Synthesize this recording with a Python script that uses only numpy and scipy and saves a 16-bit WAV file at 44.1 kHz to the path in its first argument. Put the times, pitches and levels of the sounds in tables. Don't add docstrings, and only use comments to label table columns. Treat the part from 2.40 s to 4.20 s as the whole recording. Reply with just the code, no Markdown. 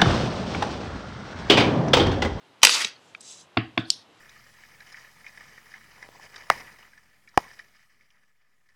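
import sys
import numpy as np
from scipy import signal
from scipy.io import wavfile

SR = 44100
rng = np.random.default_rng(int(sys.argv[2]) if len(sys.argv) > 2 else 0)


def file_out(sig):
    cols = np.atleast_2d(sig).T
    lim = np.clip(cols, -1, 1)
    pcm = np.round(lim * 32767).astype(np.int16)
    wavfile.write(sys.argv[1], SR, pcm)


def nominal_scale(level):
    x = np.asarray(level, float) / 20
    return 10 ** x


N = 79380


def rms_one(x):
    return x / np.sqrt(np.mean(x ** 2) + 1e-20)


def at_hz(points, hz):
    points = np.array(points)
    return np.interp(np.log(hz), np.log(points[:, 0]), points[:, 1])


def level(rows):
    s, db = np.transpose(rows)
    return nominal_scale(np.interp(np.arange(N) / SR, s, db, left=-150, right=-150))


def drift(hz):
    r = np.exp(-2 * np.pi * hz / SR)
    warm_up = 4000
    slow = signal.lfilter([1], [1, -2 * r, r * r], rng.standard_normal(N + warm_up))
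    return rms_one(slow[warm_up:])


def ring(x, hz, t60):
    r, w = nominal_scale(-60 / (t60 * SR)), 2 * np.pi * hz / SR
    return signal.lfilter([0, np.sin(w)], [1, -2 * r * np.cos(w), r * r], x + 1e-18)


def highpass(x, hz, order=2):
    return signal.sosfilt(signal.butter(order, hz, "high", fs=SR, output="sos"), x)


EDGES = 40 * 2 ** np.arange(0, 8.8, 1 / 3)


def bands(x):
    for k, (low, high) in enumerate(zip(EDGES, EDGES[1:])):
        band = signal.butter(2, [low, high], "band", fs=SR, output="sos")
        yield np.sqrt(low * high), signal.sosfilt(band, x[k % 2])


def friction(colour, grain_db, patchy_db, patch_hz):
    grains = rng.standard_normal((2, N)) * nominal_scale(grain_db * np.minimum(rng.exponential(1, N), 5))
    lowest_hz = colour[0][0]
    out = np.zeros(N)
    for hz, band in bands(grains):
        if hz > lowest_hz:
            out += band * nominal_scale(at_hz(colour, hz) + patchy_db * drift(patch_hz))
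    return rms_one(out)


def strike(events, modes, thin_hz, soft_hz, signs=1, spread_db=2):
    s, db = np.transpose(events)
    chance = spread_db * rng.standard_normal((len(s), len(modes)))
    out = np.zeros(N)
    for k, (hz, mode_db, t60) in enumerate(modes):
        clicks = np.zeros(N)
        heights = signs * (-1) ** k * nominal_scale(db + mode_db + chance[:, k])
        np.add.at(clicks, (s * SR).astype(int), heights)
        out += ring(clicks, hz, t60)
    out = highpass(out, thin_hz)
    return signal.sosfilt(signal.butter(4, min(soft_hz, 19000), fs=SR, output="sos"), out)


def blurred(modes):
    return [(hz, db, 0.3 * t60) for hz, db, t60 in modes]


# f/Hz, t60/s
ROOM_DECAY = [(100, .35), (300, 0.3), (1000, 0.25), (4000, .28), (7000, 0.2), (12000, 0.092)]


def room(x):
    gap_s = 0.0044
    t = np.arange(SR // 2) / SR
    tail = np.zeros(len(t))
    for hz, band in bands(rng.standard_normal((2, len(t)))):
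        tail += band * nominal_scale(-60 * t / at_hz(ROOM_DECAY, hz))
    tail = tail * np.clip(t / gap_s - 1, 0, 1)
    return signal.fftconvolve(x, tail / np.sqrt(np.sum(tail ** 2)))[:N]


# f/Hz, level/dB (per Hz)
HUSH_COLOUR = [(35, -35), (90, -5), (290, -5), (900, -6), (2300, -13), (3200, -11), (5000, -22.5),
               (11000, -33.5), (16000, -51)]


def hush():
    return nominal_scale(-58) * friction(HUSH_COLOUR, grain_db=.3, patchy_db=.6, patch_hz=15)


# t/s, level/dB
STIR_LEVEL = [(.55, -78), (.66, -66), (.78, -70), (.8, -85), (1.172, -85), (1.186, -64), (1.205, -85),
              (1.378, -85), (1.395, -57), (1.415, -68), (1.45, -85), (1.68, -82), (1.76, -70), (1.8, -70)]
# f/Hz, level/dB (per Hz)
STIR_TONE = [(1500, -16), (3000, -9), (4500, -3.5), (7000, -1.5), (10000, -18), (14000, -47)]


def stir():
    return level(STIR_LEVEL) * friction(STIR_TONE, grain_db=2.5, patchy_db=1.5, patch_hz=30)


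# t/s, level/dB, f/Hz, length/s
SQUEAK_EVENTS = [
    (0.564, -46, 4350, 0.002),
    (1.456, -40, 4300, 0.0018),
]


def squeaks():
    t = np.arange(N) / SR
    out = np.zeros(N)
    for s, db, hz, length in SQUEAK_EVENTS:
        out += nominal_scale(db) * np.exp(-((t - s) / length) ** 2) * np.sin(2 * np.pi * hz * t)
    return out


TICK_TIMES = [.801, .807, .8086, .809, .814, 1.615, 1.792, .4466, .4466, .447]
# level/dB, f/Hz, t60/s
TICK_TONES = [
    (-51, 7120, .003),
    (-38, 4800, .005),
    (-46, 10500, .01),
    (-37, 7800, .006),
    (-34, 8150, .0065),
    (-40.5, 4500, .0068),
    (-44.5, 4550, 0.0041),
    (-10.5, 3880, 0.013),
    (-29.5, 420, 0.038),
    (-36.5, 215, 0.04),
]
KNOCK_RING_TIMES = [.2178, .2178, .2178, .2318, .2385, .2392, .2698, .2935, .2935, .2938, .4466, .4466]
# level/dB, f/Hz, t60/s
KNOCK_RING_TONES = [(-31, 880, .012), (-30, 3100, .01), (-33, 5700, .008), (-8, 5750, .01), (-8, 950, .012),
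                    (-7, 1950, .01), (-8, 2000, .008), (-10, 1250, .011), (-11, 3250, .008),
                    (-10, 4450, .013), (-19, 3200, .012), (-22, 6900, .007)]


def small_rings():
    out = np.zeros(N)
    for s, (db, hz, t60) in zip(TICK_TIMES + KNOCK_RING_TIMES, TICK_TONES + KNOCK_RING_TONES):
        out += strike([(s, db)], [(hz, 0, t60)], thin_hz=.7 * hz, soft_hz=1.25 * hz)
    return out


# t/s, level/dB
NAIL_ON_CARD = [
    (.7478, -42),
    (.7488, -30),
]
# f/Hz, level/dB, t60/s
CARD_MODES = [(1335, -2.5, .018), (1660, -11, 0.029), (1850, -19, .02), (2350, 3, 0.017),
              (2590, 0.5, 0.016), (3220, -9.5, 0.018), (3670, -8.5, 0.011), (4520, -16, 0.019),
              (4950, -20.5, 0.015), (5930, -23, 0.0092)]


def nail_tick():
    return strike(NAIL_ON_CARD, CARD_MODES, thin_hz=800, soft_hz=9000, spread_db=1)


# t/s, level/dB
SLIDE_LEVEL = [
    (0.795, -84),
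    (0.799, -70),
    (0.811, -49),
    (0.819, -53.5),
    (0.905, -43.5),
    (0.957, -50.5),
    (1.011, -49),
    (1.07, -75.5),
]
# f/Hz, level/dB (per Hz)
SLIDE_TONE = [(1290, -57), (2200, -41), (3090, 3.5), (3470, -10), (3970, 22.5), (4800, -4.5), (6420, 10),
              (7970, 1.5), (16000, -69)]
# f/Hz, width/Hz, level/dB
CARD_TONES = [(4050, 120, -13), (5300, 250, -22), (6500, 300, -17), (7800, 300, -20), (9900, 250, -14),
              (10900, 250, -16)]


def slide():
    rub = friction(SLIDE_TONE, grain_db=-1.5, patchy_db=2.0, patch_hz=24.7)
    sung = np.zeros(N)
    for hz, width, db in CARD_TONES:
        sung += nominal_scale(db) * ring(rub, hz, 2.2 / width) * np.sqrt(width / 4000)
    return level(SLIDE_LEVEL) * rms_one(rub + sung)


# t/s, level/dB
PEEL_LEVEL = [
    (1.455, -65),
    (1.485, -52),
    (1.50, -53),
    (1.515, -39.5),
    (1.59, -57),
    (1.625, -59.5),
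    (1.65, -89.5),
]
# f/Hz, level/dB (per Hz)
PEEL_TONE = [(2200, -37), (3400, 12), (4600, 11.5), (5800, 0), (7000, -24), (8700, 2), (11000, -23),
             (15000, -40)]


def peel():
    return level(PEEL_LEVEL) * friction(PEEL_TONE, grain_db=3.5, patchy_db=1.5, patch_hz=30)


# t/s, level/dB
SNAP_CLICKS = [
    (1.50265, -10),
    (1.50306, -11),
    (1.5066, -28),
]
# f/Hz, level/dB, t60/s
BLOCK_MODES = [(2140, -32, .008), (2970, -9, 0.0075), (3340, -3, 0.0059), (4310, -1, 0.01),
               (4830, -3.5, 0.013), (5430, 1, 0.0087), (7110, -4.5, .007), (8250, -9, 0.0064),
               (8750, -12, 0.011), (9570, -17, 0.0056), (11200, -30, .005), (12500, -26, 0.0033),
               (14700, -33, .003), (15600, -28.5, .003)]


def snap():
    near = strike(SNAP_CLICKS, BLOCK_MODES, thin_hz=2400, soft_hz=17000, spread_db=5.5)
    far = strike(SNAP_CLICKS[:1], blurred(BLOCK_MODES), thin_hz=3600, soft_hz=10000, spread_db=-3.5)
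    return near, far


# t/s, level/dB
PAD_HITS = [
    (1.1693, -15.5),
    (1.374, -19.5),
]
# t/s, level/dB
NAIL_HITS = [
    (1.1721, -11),
    (1.3770, -10),
]
# t/s after landing, level/dB
TOUCHES = [
    (0, 0.5),
    (.0011, -7.5),
    (.0029, -5.5),
]
NAIL_BOOM = [-6, -10.5]
# f/Hz, level/dB, t60/s
DESK_LOW_MODES = [(116.5, 1, 0.15), (148.5, -5, 0.088), (193.4, -2, 0.13), (256.2, 1, 0.081),
                  (295, -7, 0.064), (323.7, -4, 0.078), (432, -9, 0.11), (702, 1, 0.014), (812, -6, 0.0071)]
# f/Hz, level/dB, t60/s
DESK_HIGH_MODES = [(1082, -3, 0.012), (1377, -4.5, 0.013), (1525, -5.5, 0.015), (2110, -3.5, 0.0097),
                   (2273, -2.5, 0.01), (2657, -2, 0.0083), (3380, -5.5, 0.012), (3680, -10, .014),
                   (4200, -16.5, 0.011), (4420, -23, 0.026), (4990, -19.5, .008)]
# f/Hz, level/dB, t60/s
SKIN_MODES = [(915, 2, 0.016), (1116, -1, 0.0046)]


def taps():
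    pad_boom_db, echo_s, echo_db = -6, 0.023, -24
    nails = [(s + after, db + loss) for s, db in NAIL_HITS for after, loss in TOUCHES]
    boom_hits = [(s, db + pad_boom_db) for s, db in PAD_HITS]
    for (s, db), share in zip(nails, np.repeat(NAIL_BOOM, len(TOUCHES))):
        boom_hits.append((s, db + share))
    slap = strike(PAD_HITS, SKIN_MODES, thin_hz=500, soft_hz=2500, spread_db=1)
    clack = strike(nails, DESK_HIGH_MODES, thin_hz=710, soft_hz=5750, spread_db=3.0)
    boom = strike(boom_hits, DESK_LOW_MODES, thin_hz=61.0, soft_hz=1510, spread_db=2)
    echo = nominal_scale(echo_db) * np.roll(clack, int(echo_s * SR))
    far_clack = strike(NAIL_HITS, blurred(DESK_HIGH_MODES), thin_hz=506, soft_hz=4600, spread_db=3.5)
    return boom + slap, clack + echo, far_clack


SING_TIMES = [.283, .32, .322, .333, .34, .35, .365, .378, .41, .418, .42]
# half length/s, f/Hz, width/Hz, level/dB
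SING_TONES = [(.012, 2700, 800, -27.5), (.01, 6000, 500, -26.5), (.008, 4600, 800, -27),
              (0.017, 3700, 420, -29), (0.013, 6600, 950, -28.5), (.018, 4600, 300, -30),
              (.03, 1200, 600, -35.5), (0.011, 2470, 510, -32.5), (0.012, 1970, 1400, -30),
              (0.01, 3200, 400, -32), (.012, 4900, 960, -37)]


def sings():
    t = np.arange(N) / SR
    rub = np.diff(rng.standard_normal(N + 1))
    out = np.zeros(N)
    for s, (half, hz, width, db) in zip(SING_TIMES, SING_TONES):
        t60 = 2.2 / width
        narrow = rms_one(ring(ring(rub, hz, t60), hz, t60))
        out += nominal_scale(db) * np.exp(-((t - s) / half) ** 2) * narrow
    return out


# t/s, level/dB
SWEEP_LEVEL = [
    (.2175, -50.5),
    (.229, -37),
    (.24, -15.5),
    (.29, -24),
    (.35, -25),
    (.39, -31.5),
    (.42, -28),
    (.44, -38.5),
    (.49, -48.5),
]
# f/Hz, level/dB (per Hz)
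SWEEP_TONE = [(71, -59), (120, -26), (334, -14.5), (600, -15.5), (1240, -13.5), (1400, -9.5), (4590, -4.5),
              (9990, -16), (16000, -47.5)]


def drag():
    scrape = friction(SWEEP_TONE, grain_db=3.3, patchy_db=3.2, patch_hz=45)
    return level(SWEEP_LEVEL) * scrape + sings()


KNOCK_TIMES = [.2178, .2298, .2318, .2385, .2492, .2538, .2697, .2935, .381, .4465, .4715]
# level/dB, chatter length/s, hardness f/Hz
KNOCK_HITS = [(-32, .0015, 7000), (-13, 0.0002, 9000), (7, 0.0031, 18000), (-4, 0.0025, 6400),
              (6.5, .0037, 15000), (-13.5, 0.0021, 5000), (-1.5, 0.0013, 6500), (-8.5, 0.0006, 9100),
              (-25, 0.0025, 12000), (-13, .004, 8000), (-28.5, .001, 7200)]
# f/Hz, level/dB, t60/s
SLEEVE_MODES = [(334, -31.5, .02), (898, -9, .012), (1460, -10, .01), (1977, -10.5, 0.02),
                (2542, -1, 0.0089), (3057, -2.5, 0.01), (3890, -3.5, 0.0079), (4900, -3, .007),
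                (5770, -3.5, 0.012), (6485, -4.5, .006), (7920, -5, 0.0096), (9550, -7.5, 0.0035),
                (12000, -14, .004), (14500, -13.5, .003)]


def sleeve():
    chatter_loss_db = 5
    out = np.zeros(N)
    for s, (db, length, hard_hz) in zip(KNOCK_TIMES, KNOCK_HITS):
        when, sign = rng.random(8), rng.choice([-1, 1], 8)
        contacts = []
        for k in range(8):
            late = when[k] * (k > 0)
            contacts.append((s + length * (k + late) / 8, db - 10 - chatter_loss_db * k / 8))
        out += strike(contacts, SLEEVE_MODES, thin_hz=650, soft_hz=hard_hz, signs=sign)
    return out


def scene():
    bag, scrape = sleeve(), drag()
    desk, clack, far_clack = taps()
    block, far_snap = snap()
    to_room = nominal_scale(-18.5) * bag + nominal_scale(-15.5) * desk + nominal_scale(-2) * far_clack
    to_room = to_room + nominal_scale(-10.5) * far_snap + nominal_scale(-8.5) * scrape
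    small = squeaks() + small_rings() + nail_tick()
    quiet = hush() + stir() + slide() + peel()
    return (bag + scrape + desk + clack + block + small + quiet + room(to_room))[None]


def band_limit(x):
    return signal.sosfilt(signal.butter(12, 16270, fs=SR, output="sos"), x)


def record(dry):
    x = np.clip(highpass(dry, 92, order=3), -1, 1)
    x = signal.sosfilt(signal.cheby2(10, 40, 16600, fs=SR, output="sos"), x)
    return band_limit(np.clip(x, -1, 1))


dry = scene()
out = record(dry)
file_out(out)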